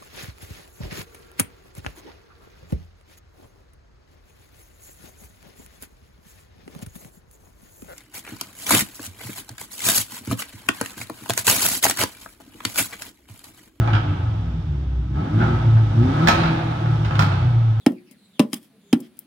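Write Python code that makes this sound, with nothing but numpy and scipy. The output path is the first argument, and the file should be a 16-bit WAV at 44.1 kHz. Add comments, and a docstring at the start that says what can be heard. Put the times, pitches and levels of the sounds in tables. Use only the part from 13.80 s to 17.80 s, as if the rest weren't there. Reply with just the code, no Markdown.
"""Revving car in a parking deck

A four-cylinder car is revved twice in a concrete deck, heard from a few metres by two close microphone ports.
The exhaust booms as its orders, tones locked to engine speed, sweep through low resonances.
Around the peaks and falls of the revs, unburnt fuel pops and bangs: noise bursts in a ringing tailpipe.
Filtered noise makes the gas rush, the rumble and the intake hiss; a turbo whistles faintly; the deck echoes.
"""
import sys
import numpy as np
from scipy import signal
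from scipy.fft import rfft, irfft, next_fast_len
from scipy.io import wavfile
from scipy.ndimage import map_coordinates

SR = 44100
rng = np.random.default_rng(int(sys.argv[2]) if len(sys.argv) > 2 else 0)


def dump_mix(stems):
    """Bounce the given channels to the path in sys.argv[1] as a 16-bit WAV at rate SR."""
    frames = np.atleast_2d(stems).T  # one column per channel
    limited = np.clip(frames, -1, 1)  # hard clip at full scale
    pcm = np.round(limited * 32767).astype(np.int16)
    wavfile.write(sys.argv[1], SR, pcm)


N = 176400
TIME = np.arange(N) / SR


def amp(db):
    """Decibels to gain."""
    return 10 ** (np.asarray(db) / 20)


def unit(x):
    """Scales to rms 1."""
    return x / np.sqrt(np.mean(x ** 2) + 1e-20)


def curve(rows, axis=1):
    """A control curve at every sample, in straight lines between the rows."""
    table = np.transpose(rows)
    return np.interp(TIME, table[0], table[axis])


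def at_hz(rows, hz):
    """Reads a table on a log-frequency axis."""
    f, value = np.transpose(rows)
    return np.interp(np.log(hz + 1), np.log(f), value)


def shaped(x, gain):
    """Filters x by a gain given as a function of frequency."""
    size = next_fast_len(x.shape[-1] + SR // 4)
    spectrum = rfft(x, size) * gain(np.fft.rfftfreq(size, 1 / SR))
    return irfft(spectrum, size)[..., :x.shape[-1]]


def causal(db_of, size=2048):
    """Minimum-phase impulse response: the given colour, with nothing before its start."""
    hz = abs(np.fft.fftfreq(size, 1 / SR))
    log_gain = np.log(amp(db_of(hz)))
    return np.fft.ifft(np.exp(np.conj(signal.hilbert(log_gain)))).real[:size // 2]


def drift(hz):
    """Slow random motion: straight lines between random points of rms 1, two points per cycle of hz."""
    steps = rng.standard_normal(2000)
    return map_coordinates(steps, [TIME * hz * 2], order=1)


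def add(mix, s, sound):
    """Mixes a sound in at time s."""
    part = mix[max(round(s * SR), 0):][:len(sound)]
    part += sound[:len(part)]


# reverberation of the concrete deck: pitch_hz, t60_s
DECK_DECAY = [(100, 2.1), (800, 1.35), (1500, 0.95), (3500, 1.38), (6000, 0.57), (9000, 0.57), (15000, .35)]
EARLY_S, EARLY_DB = 0.022, 6.5  # denser energy of the first reflections
SLAP_S, SLAP_DB = 0.027, -15.5  # wall slap; its level is relative to the room level
PORT_LAG_S = .00058  # direct sound reaches the left port this much later


def deck(x, room_db):
    """Direct sound, a slap from a wall and the deck's tail, whose pitches die at their own rates, at two ports."""
    t = TIME[:SR + SR // 2]
    sparse = rng.random((2, len(t))) < .15
    taps = rng.standard_normal((2, len(t))) * sparse * (t > .003)
    taps *= 1 + amp(EARLY_DB) * np.exp(-t / EARLY_S)
    hz, when, bands = signal.stft(taps, SR, nperseg=256)
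    decay = amp(-60 * when / at_hz(DECK_DECAY, hz)[:, None])
    tail = signal.istft(bands * decay, SR, nperseg=256)[1]
    # the tail is levelled against the same taps dying away with a t60 of 1 s
    echo = amp(room_db) * tail / np.sqrt(np.sum((taps * amp(-60 * t)) ** 2) / 2)
    echo[0, round(PORT_LAG_S * SR)] += 1
    echo[1, 0] += 1
    echo[0, round(SLAP_S * SR)] += amp(SLAP_DB + room_db)
    eased = x * np.minimum(TIME / .005, 1)
    heard = signal.fftconvolve(eased[None], echo, axes=1)[:, :N]
    return heard / np.sqrt(1 + amp(room_db) ** 2)


# intake and turbo hiss over time: start_s, level_db
HISS_LEVEL = [(0, -43), (.6, -46), (1.28, -50), (1.65, -40), (2.1, -41), (2.45, -35.5), (2.9, -40.5),
              (3.4, -40), (4, -46.5)]
# colour of the hiss, as density per Hz: pitch_hz, level_db
HISS_TONE = [(800, 7), (1600, 0.5), (2500, -2.5), (3600, -0.5), (4300, -10), (5500, -9), (6800, -18),
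             (9000, -24.5), (15000, -35.5)]
# turbo whistle as the wheel speeds up and slows: start_s, pitch_hz, level_db
WHISTLE = [(1.7, 5500, -115), (2.3, 9030, -71), (2.47, 11300, -69), (2.7, 11050, -69), (3.05, 10000, -75),
           (3.4, 8890, -74), (4, 7000, -83.5)]
WHISTLE_WIDTH_HZ = 180


def turbo():
    """Diffuse intake hiss, and a thin whistle made fuzzy by narrow noise riding on a gliding tone."""
    hiss = unit(shaped(rng.standard_normal((2, N)), lambda f: amp(at_hz(HISS_TONE, f))))
    angle = 2 * np.pi * np.cumsum(curve(WHISTLE)) / SR
    slow_noise = lambda f: 1 / (1 + (f / WHISTLE_WIDTH_HZ) ** 2)
    fuzz = unit(shaped(rng.standard_normal((2, 2, N)), slow_noise))
    whistle = fuzz[0] * np.sin(angle) + fuzz[1] * np.cos(angle)
    return amp(curve(HISS_LEVEL)) * hiss + amp(curve(WHISTLE, axis=2)) * whistle


LOW_CUT_HZ = 48


def ringing_modes(modes, level):
    """Irregular firing, as noise, keeps a set of resonances ringing above a steep low cut."""
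    def gain(f):
        peaks = sum(amp(db) / np.sqrt(width) / (1 + ((f - hz) / width) ** 2) for hz, width, db in modes)
        return peaks / np.sqrt(1 + (LOW_CUT_HZ / (f + 1)) ** 16)
    return amp(curve(level)) * unit(shaped(rng.standard_normal(N), gain))


# low modes of the deck, stirred by the exhaust: pitch_hz, width_hz, level_db
ROOM_MODES = [(59.9, 2.2, 3.5), (78.5, 9.9, -12.5), (98.5, 3.1, 11.5), (103, 5.9, -2), (145.5, 3.7, -0.5),
              (157, 8.2, 11)]
# rumble over time: start_s, level_db
RUMBLE_LEVEL = [(0, -26), (.3, -31.5), (.7, -44), (1.25, -39), (1.6, -24.5), (2.1, -27), (2.4, -30.5),
                (2.52, -23), (2.8, -29.5), (3.2, -28.5), (3.45, -21), (3.7, -48.5), (4, -45.5)]


def deck_rumble():
    """The low modes of the deck, stirred by the exhaust."""
    return ringing_modes(ROOM_MODES, RUMBLE_LEVEL)


# resonances of the silencer: pitch_hz, width_hz, level_db
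SILENCER_MODES = [(195, 4.9, 3.5), (240, 39, -1.5), (291, 6, 4), (335.7, 4.1, -1), (378, 8, -6)]
# roar over time: start_s, level_db
ROAR_LEVEL = [(0, -33), (.3, -43.5), (.6, -51), (1.0, -47), (1.26, -50.5), (1.36, -28.5), (1.62, -29.5),
              (1.8, -35.5), (2.1, -39.5), (2.4, -29.5), (2.75, -39), (3.45, -42), (4, -58.5)]


def silencer_roar():
    """The silencer's own resonances, kept roaring by the irregular firing."""
    return ringing_modes(SILENCER_MODES, ROAR_LEVEL)


# gas rushing from the tailpipe over time: start_s, level_db
RUSH_LEVEL = [(0, -26.5), (.15, -34), (.4, -38.5), (.8, -48.5), (1.3, -50.5), (1.37, -33), (1.52, -36),
              (1.64, -25.5), (1.75, -31), (2.0, -39.5), (2.13, -35.5), (2.3, -28.5), (2.46, -22.5),
              (2.65, -26.5), (2.8, -30.5), (3.2, -35), (3.45, -27.5), (3.7, -38), (4, -42)]
# colour of the rush, as density per Hz: pitch_hz, level_db
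RUSH_TONE = [(100, -10.5), (200, 1), (350, 4.5), (430, 0.5), (570, -1.5), (820, 4.5), (1100, -2),
             (1400, -3.5), (1900, -11.5), (3400, -15.5), (4500, -21.5), (6500, -31.5), (14000, -51.5)]
# tailpipe modes, sung by the rush and rung by the backfires: pitch_hz, level_db, t60_s
PIPE_MODES = [(66, -16, .3), (112, -9, .2), (258, -1.5, .09), (759, -10, .3), (839, -11, .3),
              (878, -10, .3), (1293, -6, .22), (1384, -7, .25), (1462, -12, .2), (1537, -6, .18),
              (1642, -12, .25), (1706, -13, .2), (2234, -13, .22), (4368, -20, .12)]
RUSH_PULSING, PUFF_SHARE = 3, 0.32  # puff strength over steady flow; decay as a share of a firing
RUSH_RING_DB, RUSH_RING_WIDTH_HZ, RUSH_RING_ABOVE_HZ = 14, 20.2, 500
RUSH_ROOM_DB = 4.5


def rush(turns):
    """A puff of turbulent gas with every firing; it keeps the tailpipe's higher modes singing."""
    puff = np.exp(-(turns % 1) / PUFF_SHARE)
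    gas = rng.standard_normal(N) * (1 + RUSH_PULSING * puff)

    def gain(f):
        singing = sum(amp(db + RUSH_RING_DB) ** 2 / (1 + ((f - hz) / RUSH_RING_WIDTH_HZ) ** 2) ** 2
                      for hz, db, t60 in PIPE_MODES if hz > RUSH_RING_ABOVE_HZ)
        return amp(at_hz(RUSH_TONE, f)) * np.sqrt(1 + singing)
    return amp(curve(RUSH_LEVEL)) * unit(shaped(gas, gain))


# backfires: start_s, level_db, muffling_corner_hz, shock_front_db (levels relative)
BACKFIRES = [(0.075, -25, 3340, 4), (.083, -30.5, 2020, -4), (0.102, -29.5, 2940, -6),
             (.133, -18.5, 3520, -1), (0.151, -20, 3800, -1), (1.588, -26.5, 1590, -7),
             (1.603, -23, 1700, -3.5), (1.615, -20, 1900, -3), (1.623, -21, 1700, -6),
             (1.97, -28.5, 1800, -6), (2.473, -12, 13800, 4.5), (2.477, -18.5, 5000, -6),
             (2.485, -9, 13970, 6.5), (2.502, -25.5, 12000, 0), (2.6, -23, 3807, -1),
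             (2.635, -22.5, 4210, 3), (2.657, -24.5, 3530, 4), (2.678, -28, 3460, 2),
             (3.059, -29.5, 2494, -5.5), (3.248, -25.5, 5500, -1), (3.309, -27, 3504, 5),
             (3.354, -26, 7003, 1), (3.393, -18, 14100, 11.5), (3.41, -27.5, 12020, 10),
             (3.423, -28, 15000, 18.5), (3.517, -28.5, 3500, 1.5)]
# colour of a bang, as density per Hz: pitch_hz, level_db
BANG_TONE = [(100, -2), (260, 2.5), (450, -10), (780, 3.5), (1100, -0.5), (1500, 3.5), (1900, -5.5),
             (2700, -5), (3400, -8), (4400, -11), (5500, -15), (7000, -22.5), (9000, -26.5), (11000, -31.5),
             (15500, -26.5)]
BURST_S, CRACK_S = .01, .0009  # decay of the flame and of the shock front
SPARKS_PER_S, SPARK_DB, AFTERBURN_S = 300, 5.5, .04  # initial crackle; the sparks fade as it burns out
THUMP_S, THUMP_DB, RING_DB = 0.001, -5.5, -7  # levels before the final mix
POP_DB, POP_ROOM_DB = 1, 1.5  # trim on every backfire; its share of the room


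def backfire(db, corner_hz, shock_db):
    """Shock front, flame and crackling afterburn ring the pipe and push a thump; deep pops are muffled."""
    t = TIME[:SR // 3]
    flame = rng.standard_normal(len(t)) * (np.exp(-t / BURST_S) + amp(shock_db) * np.exp(-t / CRACK_S))
    sparks = rng.standard_normal(len(t)) * (rng.random(len(t)) < SPARKS_PER_S / SR)
    flame = flame + amp(SPARK_DB) * sparks * np.exp(-t / AFTERBURN_S)
    muffling = lambda f: -10 * np.log10(1 + (f / corner_hz) ** 4)
    colour = causal(lambda f: at_hz(BANG_TONE, f) + muffling(f))
    bang = signal.fftconvolve(flame, colour)[:len(t)]
    ring = np.zeros(len(t))
    for hz, level, t60 in PIPE_MODES:
        fading = amp(level + muffling(hz) - 60 * t / t60)
        ring += fading * rng.choice([-1, 1]) * np.sin(2 * np.pi * hz * t)
    thump = (1 - t / THUMP_S) * np.exp(-t / THUMP_S)
    swell = 1 - np.exp(-(t / CRACK_S) ** 2)
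    body = amp(RING_DB) * ring + 2 * amp(THUMP_DB) * thump
    return amp(db + POP_DB) * (3 * bang + swell * body)


def backfires():
    """Every pop in its turn, echoing in the deck."""
    pops = np.zeros(N)
    for start, *row in BACKFIRES:
        add(pops, start, backfire(*row))
    return deck(pops, POP_ROOM_DB)


# level of the firing note, rising and falling unevenly: start_s, level_db
FIRING_LEVEL = [(0, -15), (.04, -23), (.075, -15), (.11, -23), (.15, -13), (.2, -25), (.26, -25), (.3, -14),
                (.35, -24), (.6, -35), (.78, -36), (.86, -28), (1.1, -21), (1.28, -23), (1.47, -35),
                (1.58, -10), (1.7, -23), (1.82, -21), (1.88, -14), (2.0, -12), (2.13, -22), (2.19, -10),
                (2.34, -31), (2.45, -17), (2.55, -30), (2.65, -24), (2.82, -31), (2.95, -26), (3.28, -32),
                (3.58, -25), (3.66, -18), (4, -13)]
# overtones together over time: start_s, level_db
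GROWL_LEVEL = [(0, -41), (.28, -33.5), (.45, -42), (.75, -38), (1.24, -39.5), (1.36, -32), (1.48, -33.5),
               (1.6, -27.5), (1.74, -32.5), (1.9, -44), (2.1, -40.5), (2.19, -26), (2.44, -29),
               (2.7, -30.5), (3.0, -49), (4, -48.5)]
# overtones: multiple of the firing rate, level_db
FIRING_OVERTONES = [(2, 2.5), (3, -2), (4, -7.5), (5, -8.5), (6, -5)]
# response of the silencer to the overtones: pitch_hz, level_db
SILENCER_RESPONSE = [(160, 4), (195, -7.5), (238, -0.5), (262, -3), (292, 2), (318, -4), (348, 1),
                     (385, -6.5), (430, -14.5), (900, -13.5)]
# orders from unequal cylinders: multiple of the four-stroke cycle rate, level_db
UNEVEN_ORDERS = [(2, 2.5), (3, -0.5), (5, -2), (6, -11), (7, -11.5), (9, -8.5), (10, -9.5), (11, -9.5)]
# lope of those orders, strongest while the engine coasts and misfires: start_s, level_db
LOPE_LEVEL = [(0, 0.5), (.8, -1), (1.3, -5.5), (1.7, -3), (2.35, 0.5), (3.15, 1.5), (3.58, 0), (3.78, -7.5)]
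# boom of pipe and deck that those orders sweep through: pitch_hz, level_db
BOOM_RESPONSE = [(43, -66), (52, -38.5), (60, -33.5), (70, -39), (80, -49), (95, -23.5), (113, -22),
                 (128, -27.5), (140, -31), (158, -26), (185, -42.5), (240, -45.5), (290, -44), (340, -46.5),
                 (450, -58.5)]
FIRING_WAVER, ORDER_WAVER, WAVER_HZ = 0.33, 0.45, 11  # depth of the waver against a steady tone; its rate
TONE_ROOM_DB = -8


def exhaust_note(hz, turns):
    """The firing note, overtones in step as one pulse per firing, and the lope of unequal cylinders."""
    def order(k, waver, offset=0):
        angle = 2 * np.pi * (k * turns + offset)
        in_step = (1 + waver * drift(WAVER_HZ)) * np.cos(angle)
        astray = waver * drift(WAVER_HZ) * np.sin(angle)
        return np.sqrt(2) * (in_step + astray)

    # the note itself lies 1 % below the firing rate
    note = amp(curve(FIRING_LEVEL)) * order(0.99, FIRING_WAVER)
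    overtones = sum(amp(db + at_hz(SILENCER_RESPONSE, k * hz)) * order(k, ORDER_WAVER)
                    for k, db in FIRING_OVERTONES)
    # four firings make one four-stroke cycle
    uneven = sum(amp(db + at_hz(BOOM_RESPONSE, k * hz / 4)) * order(k / 4, ORDER_WAVER, rng.random())
                 for k, db in UNEVEN_ORDERS)
    growl = amp(curve(GROWL_LEVEL)) * overtones
    lope = amp(curve(LOPE_LEVEL)) * uneven
    return note + deck(growl + lope, TONE_ROOM_DB)


# engine speed: start_s, firings_per_s
ENGINE_SPEED = [(0, 117), (.3, 98.6), (.55, 84.5), (.8, 78.7), (1.0, 66.8), (1.27, 61), (1.35, 67),
                (1.45, 93.6), (1.55, 108), (1.63, 121), (1.75, 119), (1.95, 113.5), (2.12, 107.4),
                (2.2, 115.6), (2.33, 142), (2.46, 169), (2.8, 161), (3.1, 152.4), (3.4, 140.7), (3.7, 120),
                (4, 110)]


def scene():
    """The car in the deck: every source at both ports, the engine speed driving the exhaust and the rush."""
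    hz = curve(ENGINE_SPEED)
    turns = np.cumsum(hz) / SR  # firings so far
    background = turbo() + deck_rumble() + silencer_roar()
    gas = deck(rush(turns), RUSH_ROOM_DB)
    return background + gas + backfires() + exhaust_note(hz, turns)


# microphone balance, left minus right: pitch_hz, level_db
PORT_BALANCE = [(380, 4.5), (700, -2), (2400, -1.5), (4400, -7), (6000, -17.5), (8100, -15), (11000, -10.5),
                (15000, 0)]
MONO_HZ, BASS_LAG_S = 395, 0.00022  # shared bass below this pitch, later on the left
OVERLOAD, EDGE_HZ = .95, 15750  # ceiling of the rounded peaks (full scale 1); top of the band


def record(dry):
    """Two close ports share the bass, the right one faces the pipe; peaks round off; then the band limit."""
    low = lambda f: 1 / (1 + (f / MONO_HZ) ** 8)
    late_bass = shaped(dry[1], lambda f: low(f) * np.exp(-2j * np.pi * f * BASS_LAG_S))
    left = late_bass + shaped(dry[0], lambda f: 1 - low(f))
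    lean = lambda f: amp(at_hz(PORT_BALANCE, f) * (1 - low(f)))
    # the two gains keep the same total power
    right_gain = lambda f: np.sqrt(2 / (1 + lean(f) ** 2))
    left_gain = lambda f: lean(f) * right_gain(f)
    pair = np.array([shaped(left, left_gain), shaped(dry[1], right_gain)])
    pair = pair / (1 + (pair / OVERLOAD) ** 8) ** (1 / 8)
    band = signal.firwin(1023, EDGE_HZ, window=("kaiser", 9), fs=SR)
    return signal.oaconvolve(pair, band[None], "same")


dry = scene()
out = record(dry)
dump_mix(out)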